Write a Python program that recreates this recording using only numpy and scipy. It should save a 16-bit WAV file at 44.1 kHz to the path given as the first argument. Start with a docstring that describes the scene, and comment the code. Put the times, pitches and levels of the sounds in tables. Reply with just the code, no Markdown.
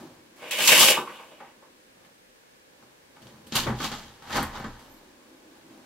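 """A faint stir of floor and cloth, then curtains are pulled open: gliders rattle along a rail, bunch up
and settle. After a lull a window handle is turned, the sash peels off its rubber seal and swings out,
shaking frame and pane. Each source is a stream of tiny contacts, coloured by the thing they shake.
A stereo microphone stands in the small bedroom, near enough for the direct sound to lead the echoes."""
import sys
import numpy as np
from scipy import signal
from scipy.fft import rfft, irfft, next_fast_len
from scipy.io import wavfile

SR = 44100
rng = np.random.default_rng(int(sys.argv[2]) if len(sys.argv) > 2 else 0)


def transcribe(u):
    """Save the signal u as a 16-bit wav file named by the first command-line argument.

    u: samples, shape (n,) or (channels, n), limited to [-1, 1]; the rate is SR.
    q: integer samples, one column per channel.
    """
    v = np.clip(np.atleast_2d(u).T, -1, 1)
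    q = np.round(v * 32767).astype(np.int16)
    wavfile.write(sys.argv[1], SR, q)


N = 258110
TIME = np.arange(N) / SR
PAD = next_fast_len(N + SR // 2)
HZ = np.maximum(np.arange(PAD // 2 + 1) * SR / PAD, 1)


def amp(db):
    """Decibels to gain; table levels are relative, ahead of each layer's own gain."""
    return 10 ** (np.asarray(db) / 20)

def rms_one(x):
    """Scale to unit power."""
    return x / np.sqrt(np.mean(x ** 2) + 1e-20)

def gains(table):
    """Level curves as gains, silent outside their span."""
    times, *columns = np.transpose(table)
    return np.array([amp(np.interp(TIME, times, db, -200, -200)) for db in columns])

def bursts(events, count):
    """Each event cracks, then dies away with a t60 of at most 0.4 s; one gain per level column."""
    out, t = np.zeros((count, N)), np.arange(SR // 2) / SR
    for start, *levels_db, t60 in events:
        at = round(start * SR)
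        fall = amp(-60 * t / np.clip(t60, .01, .4)) + 0.25 * np.exp(-t / 0.00084)
        out[:, at:at + len(t)] += amp(levels_db)[:, None] * fall[:N - at]
    return out

def swells(rows, pace=(1,)):
    """Movements rise and fall at steady dB rates times pace; one gain per level column."""
    power = 0
    for peak, *levels_db, rise, fall in rows:
        since = TIME - peak
        slope_db = np.minimum(abs(rise) * since, -abs(fall) * since)
        power += amp(np.c_[levels_db] + np.c_[list(pace)] * slope_db) ** 2
    return np.sqrt(power)

def drift(per_s, count):
    """Slow random wander, one curve per row."""
    knots = rng.standard_normal((count, 200))
    return np.array([np.interp(TIME * per_s, np.arange(len(k)), k) for k in knots])

def shape(points):
    """A spectrum table as gain on the frequency grid."""
    hz, db = np.transpose(points)
    return amp(np.interp(np.log(HZ), np.log(hz), db))

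def body(modes):
    """Resonances side by side, signs alternating."""
    return sum((-1) ** k * amp(db) * 1j * HZ * width / (hz ** 2 - HZ ** 2 + 1j * HZ * width)
               for k, (hz, width, db) in enumerate(modes))

def through(excitation, gain, response):
    """The spectrum of an excited body, its response scaled to unit power."""
    return rfft(excitation * gain, PAD) * response / np.sqrt(np.mean(np.abs(response) ** 2))

def resonate(x, hz, width):
    """One mode with steep skirts: two wider resonances in a row."""
    r = np.exp(-np.pi * 1.55 * width / SR)
    mode = [1, 0, -1, 1, -2 * r * np.cos(2 * np.pi * hz / SR), r * r]
    return (1 - r * r) ** 1.5 / 2 * signal.sosfilt([mode, mode], x + 1e-18)

def grains(per_s, spread_db, smooth):
    """Uneven little contacts over even friction, as mid and side streams."""
    sizes = amp(spread_db * np.minimum(rng.exponential(1, (2, N)), 4)) * rng.choice([-1, 1], (2, N))
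    clicks = rms_one(sizes * (rng.random((2, N)) < per_s / SR))
    return rms_one(clicks + smooth * rng.standard_normal((2, N)))

def elsewhere(contacts):
    """The same kind of contacts at another spot: unrelated in detail."""
    return np.roll(contacts, rng.integers(N), axis=1)

def strike(contacts, times, db):
    """Add one sharp impact at each time."""
    struck = contacts.copy()
    struck[:, np.round(times * SR).astype(int)] += amp(db)
    return struck

def knocks(contacts, modes, blows, db_per_octave):
    """Each blow strikes once, then chatters; it wakes mostly the modes near its own pitch."""
    starts, db, t60, pitch = np.transpose(blows)
    struck = strike(contacts, starts, db=17.5)
    out = 0
    for hz, width, _ in modes:
        mode_db = db - db_per_octave * np.abs(np.log2(pitch / hz))
        out += resonate(struck * bursts(np.c_[starts, mode_db, t60], count=1)[0], hz, width)
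    return rfft(out, PAD)

def steered(contacts, gain, modes, lead_hz, db_per_octave):
    """Rubbing feeds every mode, most those near the leading pitch."""
    out = 0
    for hz, width, db in modes:
        mode_db = db - db_per_octave * np.abs(np.log2(lead_hz / hz))
        out += resonate(elsewhere(contacts) * gain * amp(mode_db), hz, width)
    return rfft(out, PAD)


# The still bedroom, mid and side. Each row: frequency in Hz, noise density in dB.
ROOM_MID = [(12, -47.5), (20, -18), (119, -18.5), (172, -13.5), (268, -13), (397, -13.5), (524, -8.5),
            (655, -21), (1180, -27), (1690, -15.5), (1890, -20), (2240, -20), (3130, -23.5), (9040, -29),
            (15800, -35.5)]
ROOM_SIDE = [(12, -59), (20, -37), (227, -10), (326, -11.5), (408, -7), (570, -5.5), (797, -9),
             (2500, -13.5), (3130, -15), (15800, -27.5)]

def room_tone():
    """Steady room air and microphone hiss, as mid and side spectra."""
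    return (through(rng.standard_normal(N), amp(-60.5), shape(ROOM_MID)),
            through(rng.standard_normal(N), amp(-59), shape(ROOM_SIDE)))


# A low hum in the room. Each row: frequency in Hz, width in Hz, level in dB.
HUM_MODES = [(269, 40, 0), (327, 28, 2), (370.3, 30, -2)]
# Its course. Each row: time in seconds, level in dB.
HUM_CURVE = [(0.0, -42), (0.04, -45), (0.164, -59), (0.4, -61), (1.74, -63.5), (1.85, -69), (2.1, -80),
             (2.5, -78), (2.83, -61), (2.95, -76), (3.25, -56), (3.32, -66), (4.85, -60), (5.16, -58),
             (5.5, -54), (5.6, -61), (5.72, -47.5), (5.78, -55.5), (5.85, -58.5)]
# Its tone. Each row: peak time in seconds, level in dB, rise and fall in dB per second.
HUM_SWELLS = [(5.66, -59, 59.5, 36.5), (5.8, -51.5, 120, 31.5)]

def hum(rubbing):
    """A low hum comes and goes; near the end a narrow tone stands out of it."""
    pitch_hz = 255 + 4.73 * drift(per_s=12, count=1)[0]
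    tone = np.sqrt(2) * np.sin(2 * np.pi * np.cumsum(pitch_hz) / SR) * swells(HUM_SWELLS)[0]
    return rfft(tone, PAD) + through(elsewhere(rubbing), gains(HUM_CURVE)[0], body(HUM_MODES))


# Someone shifts about, faint at the microphone.
# Each row: peak time in seconds, floor and cloth levels in dB, rise and fall in dB per second.
SHIFTS = [(0.0, -51.5, -51.5, 98, 63.5), (0.42, -79, -51.5, 205.5, 306), (1.99, -64.5, -68, 147, 43),
          (2.08, -68.5, -65.5, 40.5, 200), (2.83, -72, -63, 59, 45), (3.28, -54, -58.5, 76, 26),
          (4.85, -72.5, -57.5, 200, 23.5), (5.58, -70, -59.5, 75, 100), (5.74, -61.5, -60, 94.5, 31.5)]
# Boards underfoot. Each row: frequency in Hz, width in Hz, level in dB.
BOARD_MODES = [(124, 38.5, 8), (75.4, 50, -15), (199, 120, -3)]
# Sleeves. Each row: frequency in Hz, density in dB.
CLOTH_SPECTRUM = [(100, -46), (300, -4.5), (600, 7.5), (1000, 6.5), (2000, -7.5), (4000, -7.5),
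                  (9000, -16.5), (15000, -19.5)]

def stir(rubbing):
    """Weight shifts on the boards and sleeves rustle, never quite still."""
    restless = amp(np.c_[[-80.5, -68]] + 4.5 * drift(per_s=3.6, count=2))
    weight, rustle = np.hypot(swells(SHIFTS), restless)
    return through(rubbing, weight, body(BOARD_MODES)) + through(rubbing, rustle, shape(CLOTH_SPECTRUM))


# At the window, strokes of handle and sash. Each row: peak time in seconds, levels of frame thud,
# plastic rub, metal scrape and pane in dB, base rise and fall in dB per second.
STROKES = [(3.566, -35, -29, -25, -37, 604, 198), (3.62, -37.5, -46, -42, -40, 251, 202),
           (3.678, -20.5, -30, -62, -27.5, 704, 252), (3.81, -38, -48, -47.5, -59.5, 500, 118),
           (3.85, -44, -34, -33.5, -43, 222, 260), (3.926, -47, -44.5, -44.5, -50, 404, 76),
           (4.05, -52, -71, -71, -59, 200, 146), (4.37, -30, -26.5, -31.5, -38, 226, 260),
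           (4.385, -27.5, -30, -56, -37, 300.5, 300), (4.428, -37.5, -33.5, -42.5, -34.5, 400, 206),
           (4.56, -43.5, -38, -48, -48.5, 175, 98), (4.66, -43, -42, -69, -42.5, 252, 249.5),
           (4.675, -54, -57, -67, -39, 400, 350), (4.76, -56.5, -59, -61.5, -59.5, 42, 40)]
# Faint ticks of someone moving about, then knocks of handle and latch. Each row: start in seconds,
# levels of scrape, seal, thud and knock in dB, t60 in seconds, knock pitch in Hz.
TICKS_AND_KNOCKS = [(2.049, -50.5, -62, -70, -48.5, 0.1, 1650), (2.826, -64.5, -81, -53, -44, 0.1, 793),
                    (3.1635, -57, -66.5, -66, -43.5, 0.17, 773), (3.2185, -48.5, -61, -46, -60, 0.23, 556),
                    (3.268, -48, -67, -59, -53, 0.26, 758), (3.468, -46, -50.5, -41, -51, 0.2, 810),
                    (3.5226, -23, -48, -27.5, -33, 0.11, 745), (3.5538, -15.5, -21, -25, -27, 0.096, 1240),
                    (3.669, -49, -55, -32, -20, 0.25, 830), (3.7057, -45, -57, -44, -39, 0.072, 910),
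                    (3.8023, -30, -64, -29, -28.5, 0.18, 1170), (3.8437, -20, -37, -26.5, -46, 0.067, 1070),
                    (3.916, -30, -56, -30.5, -28.5, 0.25, 970), (4.2225, -47.5, -62, -48, -38, 0.26, 810),
                    (4.3047, -42, -52, -49, -30.5, 0.16, 1070), (4.3264, -27.5, -46, -51, -34, 0.1, 837),
                    (4.3547, -42, -57, -36, -20.5, 0.2, 920), (4.4287, -50, -34, -45, -25.5, 0.1, 1420),
                    (4.554, -37, -67, -48, -41, 0.11, 910), (4.6, -59, -70, -26, -29.5, 0.029, 860),
                    (4.6424, -40.5, -74, -30, -35, 0.18, 1140), (4.793, -47, -55.5, -62, -42.5, 0.23, 604)]
# A faint hinge squeak. Each row: peak time in seconds, level in dB, rise and fall in dB per second.
HINGE_SWELL = [(4.94, -62.5, 180, 233)]
# The parts that resonate. Each row: frequency in Hz, width in Hz, level in dB.
FRAME_MODES = [(123.5, 5.8, 2), (188.6, 53, -1.5), (217, 155, -1.5), (342, 280, -9)]
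PLASTIC_MODES = [(540, 300, -7.5), (836, 170, 0), (1057, 390, -1), (1244, 257, -6), (1640, 550, -5.5)]
PANE_MODES = [(24.9, 6, 5), (56, 5.5, 6), (72.5, 32, -2)]
HINGE_MODES = [(12460, 690, 0)]
# Metal scraping and rubber unsticking. Each row: frequency in Hz, density in dB.
METAL_SPECTRUM = [(900, -28), (1700, 4.5), (2200, 1), (3000, 8), (4400, 4), (5300, 0), (7200, -2),
                  (8500, -16.5), (12000, -45)]
SEAL_SPECTRUM = [(3000, -50), (5000, -48), (8000, 11), (9500, 7), (12000, 9), (14000, 5.5), (15800, 1)]

def window():
    """Handle and latch shake the frame, rub plastic and scrape metal; the pane pumps the room air."""
    starts, scrape_db, seal_db, thud_db, knock_db, t60, pitch = np.transpose(TICKS_AND_KNOCKS)
    thud, rub, scrape, pump = swells(STROKES, pace=(1.06, 0.97, 1.016, 0.83))
    peel = amp(-35) * (scrape / amp(-24.5)) ** 1.04   # the seal peels most on hard strokes
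    hits = bursts(np.c_[starts, scrape_db, seal_db, thud_db, t60], count=3)
    hit_scrape, hit_peel, hit_thud = hits * amp([[-9], [-6], [-6]])
    contacts = grains(per_s=3000, spread_db=6.5, smooth=0.97)
    shaken = strike(contacts * np.hypot(thud, hit_thud), starts, thud_db + 20.5)
    frame = through(shaken, 0.92, body(FRAME_MODES))
    rubbed = sum(amp(db) * resonate(elsewhere(contacts) * rub, hz, width)
                 for hz, width, db in PLASTIC_MODES)
    events = np.c_[starts, knock_db, t60, pitch]
    knocked = knocks(elsewhere(contacts), PLASTIC_MODES, events, db_per_octave=15.5)
    metal = through(contacts, np.hypot(scrape, hit_scrape), shape(METAL_SPECTRUM))
    seal = through(elsewhere(contacts), np.hypot(peel, hit_peel), shape(SEAL_SPECTRUM))
    pane = through(elsewhere(contacts), pump, body(PANE_MODES))
    hinge = through(contacts, swells(HINGE_SWELL)[0], body(HINGE_MODES) ** 2)
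    return frame + amp(-4) * rfft(rubbed, PAD) + amp(-9) * knocked + metal + seal + pane + hinge


# At the curtain rail, loudest at the microphone: the speed of the pull, heard as level.
# Each row: time in seconds, rattle and scrape levels in dB.
PULL_CURVE = [(0.36, -63, -63), (0.432, -41.5, -65), (0.5, -39.5, -51), (0.514, -33, -60),
              (0.594, -26.5, -36), (0.67, -20.5, -23), (0.69, -17.5, -27.5), (0.818, -12.5, -16.5),
              (0.912, -19, -23.5), (0.965, -27.5, -43), (1.048, -50, -58), (1.15, -45, -60),
              (1.3, -56, -66), (1.5, -55, -82), (1.6, -89, -89)]
# Gliders catch and bunch. Each row: start in seconds, levels of rattle, scrape and knock in dB,
# t60 in seconds, knock pitch in Hz.
GLIDER_JOLTS = [(0.421, -44.5, -51, -32, 0.46, 554), (0.5097, -16.5, -25.5, -44, 0.37, 1090),
                (0.534, -32.5, -50.5, -37.5, 0.3, 595), (0.5865, -15, -32.5, -26.5, 0.61, 600),
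                (0.6055, -16, -30, -29, 0.03, 1080), (0.6238, -16, -28.5, -30.5, 0.023, 1140),
                (0.6749, -3.5, -8, -26, 0.14, 1256), (0.6884, -5, -16.5, -19, 0.084, 1120),
                (0.7187, 0.5, -12, -14, 0.14, 598), (0.8082, -4, -13.5, -15.5, 0.064, 1242),
                (0.8285, -20, -16, -12, 0.088, 1050), (0.8846, 3, -17.5, -12, 0.041, 608),
                (0.9012, -11.5, -22, -18, 0.19, 554), (0.9728, -41, -40.5, -20, 0.06, 1010),
                (1.0738, -35, -67, -33, 0.47, 1100), (1.189, -46, -66, -39.5, 0.42, 1130),
                (1.3134, -48, -63, -42, 0.26, 589), (1.4035, -40.5, -77, -34.5, 0.29, 757),
                (1.6215, -58, -74, -46, 0.32, 1016)]
# They pile up at the rail's end, then the folds swing out.
# Each row: peak time in seconds, knock level in dB, rise and fall in dB per second.
PILE_UP_SWELLS = [(0.975, -21.5, 900.5, 237), (1.09, -47.5, 91, 35)]
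# The pitch leading the rattle. Each row: time in seconds, pitch in Hz.
RATTLE_PITCH = [(.42, 2280), (.52, 2680), (.69, 2810), (.73, 2520), (.82, 3100), (.9, 2700), (1.04, 2900),
                (1.1, 2150), (1.16, 3100), (1.22, 2150), (1.3, 3000), (1.42, 2050)]
# Gliders, rail and its thin ringing metal. Each row: frequency in Hz, width in Hz, level in dB.
GLIDER_MODES = [(1620, 251, 3.5), (1670, 110, -5.5), (1965, 230, -0.5), (2190, 100, -7), (2343, 780, 2.5),
                (2572, 300, 1), (2812, 88, -5.5), (2940, 75, -1.5), (3240, 580, 2), (3814, 245, -4.5)]
RAIL_MODES = [(504, 79, -1), (609, 70, -2), (806, 150, -3), (908, 58, -4), (1071, 205, 1),
              (1460, 210, -5.5), (350, 92, 0.5), (122.6, 79, -10.5)]
RING_MODES = [(8055, 3.8, 10), (3720, 8, 9), (2940, 15.3, -1.5), (5650, 34, -0.5), (7350, 120, -7.5),
              (4500, 30, -4.5)]
# The bright scrape of sliding. Each row: frequency in Hz, density in dB.
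SCRAPE_SPECTRUM = [(1200, -46), (2500, -6), (3500, -13), (4300, -4.5), (5000, -4), (5700, -5), (6500, -5.5),
                   (7500, -4), (9400, -8), (11600, -6), (15000, -14), (15800, -9.5)]

def curtain():
    """Sliding gliders rattle and scrape; the rail knocks along, and each jolt sets its metal ringing."""
    starts, rattle_db, scrape_db, knock_db, t60, pitch = np.transpose(GLIDER_JOLTS)
    rattle, scrape = gains(PULL_CURVE)
    knock = np.hypot(amp(-24) * (rattle / amp(-16)) ** 0.93, swells(PILE_UP_SWELLS)[0])
    hits = bursts(np.c_[starts, rattle_db, scrape_db, knock_db, t60], count=3)
    rattle, scrape, knock = np.hypot([rattle, scrape, knock], hits * amp([[-8], [-6], [-3.5]]))
    contacts = grains(per_s=3000, spread_db=4.5, smooth=0.65)
    glider_hz = np.interp(TIME, *np.transpose(RATTLE_PITCH))
    rail_hz = np.interp(TIME, starts, pitch)   # glides from jolt to jolt
    upper_modes, low_modes = RAIL_MODES[:-2], RAIL_MODES[-2:]
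    gliders = amp(-10.5) * steered(contacts, rattle, GLIDER_MODES, glider_hz, db_per_octave=18)
    sliding = through(contacts, scrape, shape(SCRAPE_SPECTRUM))
    rail = amp(-9.5) * steered(contacts, knock, upper_modes, rail_hz, db_per_octave=7)
    rail += amp(-14) * through(elsewhere(contacts), knock, body(low_modes))
    blows = np.c_[starts, knock_db, t60, pitch]
    jolts = amp(-9) * knocks(elsewhere(contacts), upper_modes, blows, db_per_octave=34.5)
    struck_metal = strike(elsewhere(contacts) * scrape, starts, scrape_db + 29)
    return gliders + sliding + rail + jolts + rfft(struck_metal, PAD) * body(RING_MODES)


def echoes(t60):
    """Dense reflections off the near walls, as a response of unit energy."""
    tail = rng.standard_normal((2, SR // 2)) * amp(-60 * np.arange(SR // 2) / SR / t60)
    return rfft(rms_one(tail) / np.sqrt(SR // 2), PAD)


# Width at the microphone, greatest in the treble. 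Each row: frequency in Hz, side over mid in dB.
STEREO_WIDTH = [(30, -27), (150, -28), (290, -17.5), (640, -13.5), (1400, -8), (3100, -5), (6800, -0.5),
                (15000, -1)]

def scene():
    """The sources and their short echoes over the room tone, turned from mid and side to left and right."""
    sources = curtain() + window()
    rubbing = grains(per_s=1100, spread_db=2.5, smooth=1)
    sources += stir(rubbing) + hum(rubbing)
    mid, side = sources * (1 + amp(-7) * echoes(t60=0.22))
    room_mid, room_side = room_tone()
    mid += room_mid
    side = side * shape(STEREO_WIDTH) + room_side
    return irfft(np.array([mid + side, mid - side]), PAD)[:, :N]

def record(dry):
    """The highest peaks are rounded and the top is cut at 15.8 kHz."""
    rounded = dry / (1 + (dry / .9) ** 6) ** (1 / 6)
    return signal.sosfilt(signal.ellip(14, .5, 75, 15800, fs=SR, output="sos"), rounded)


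dry = scene()
out = record(dry)
transcribe(out)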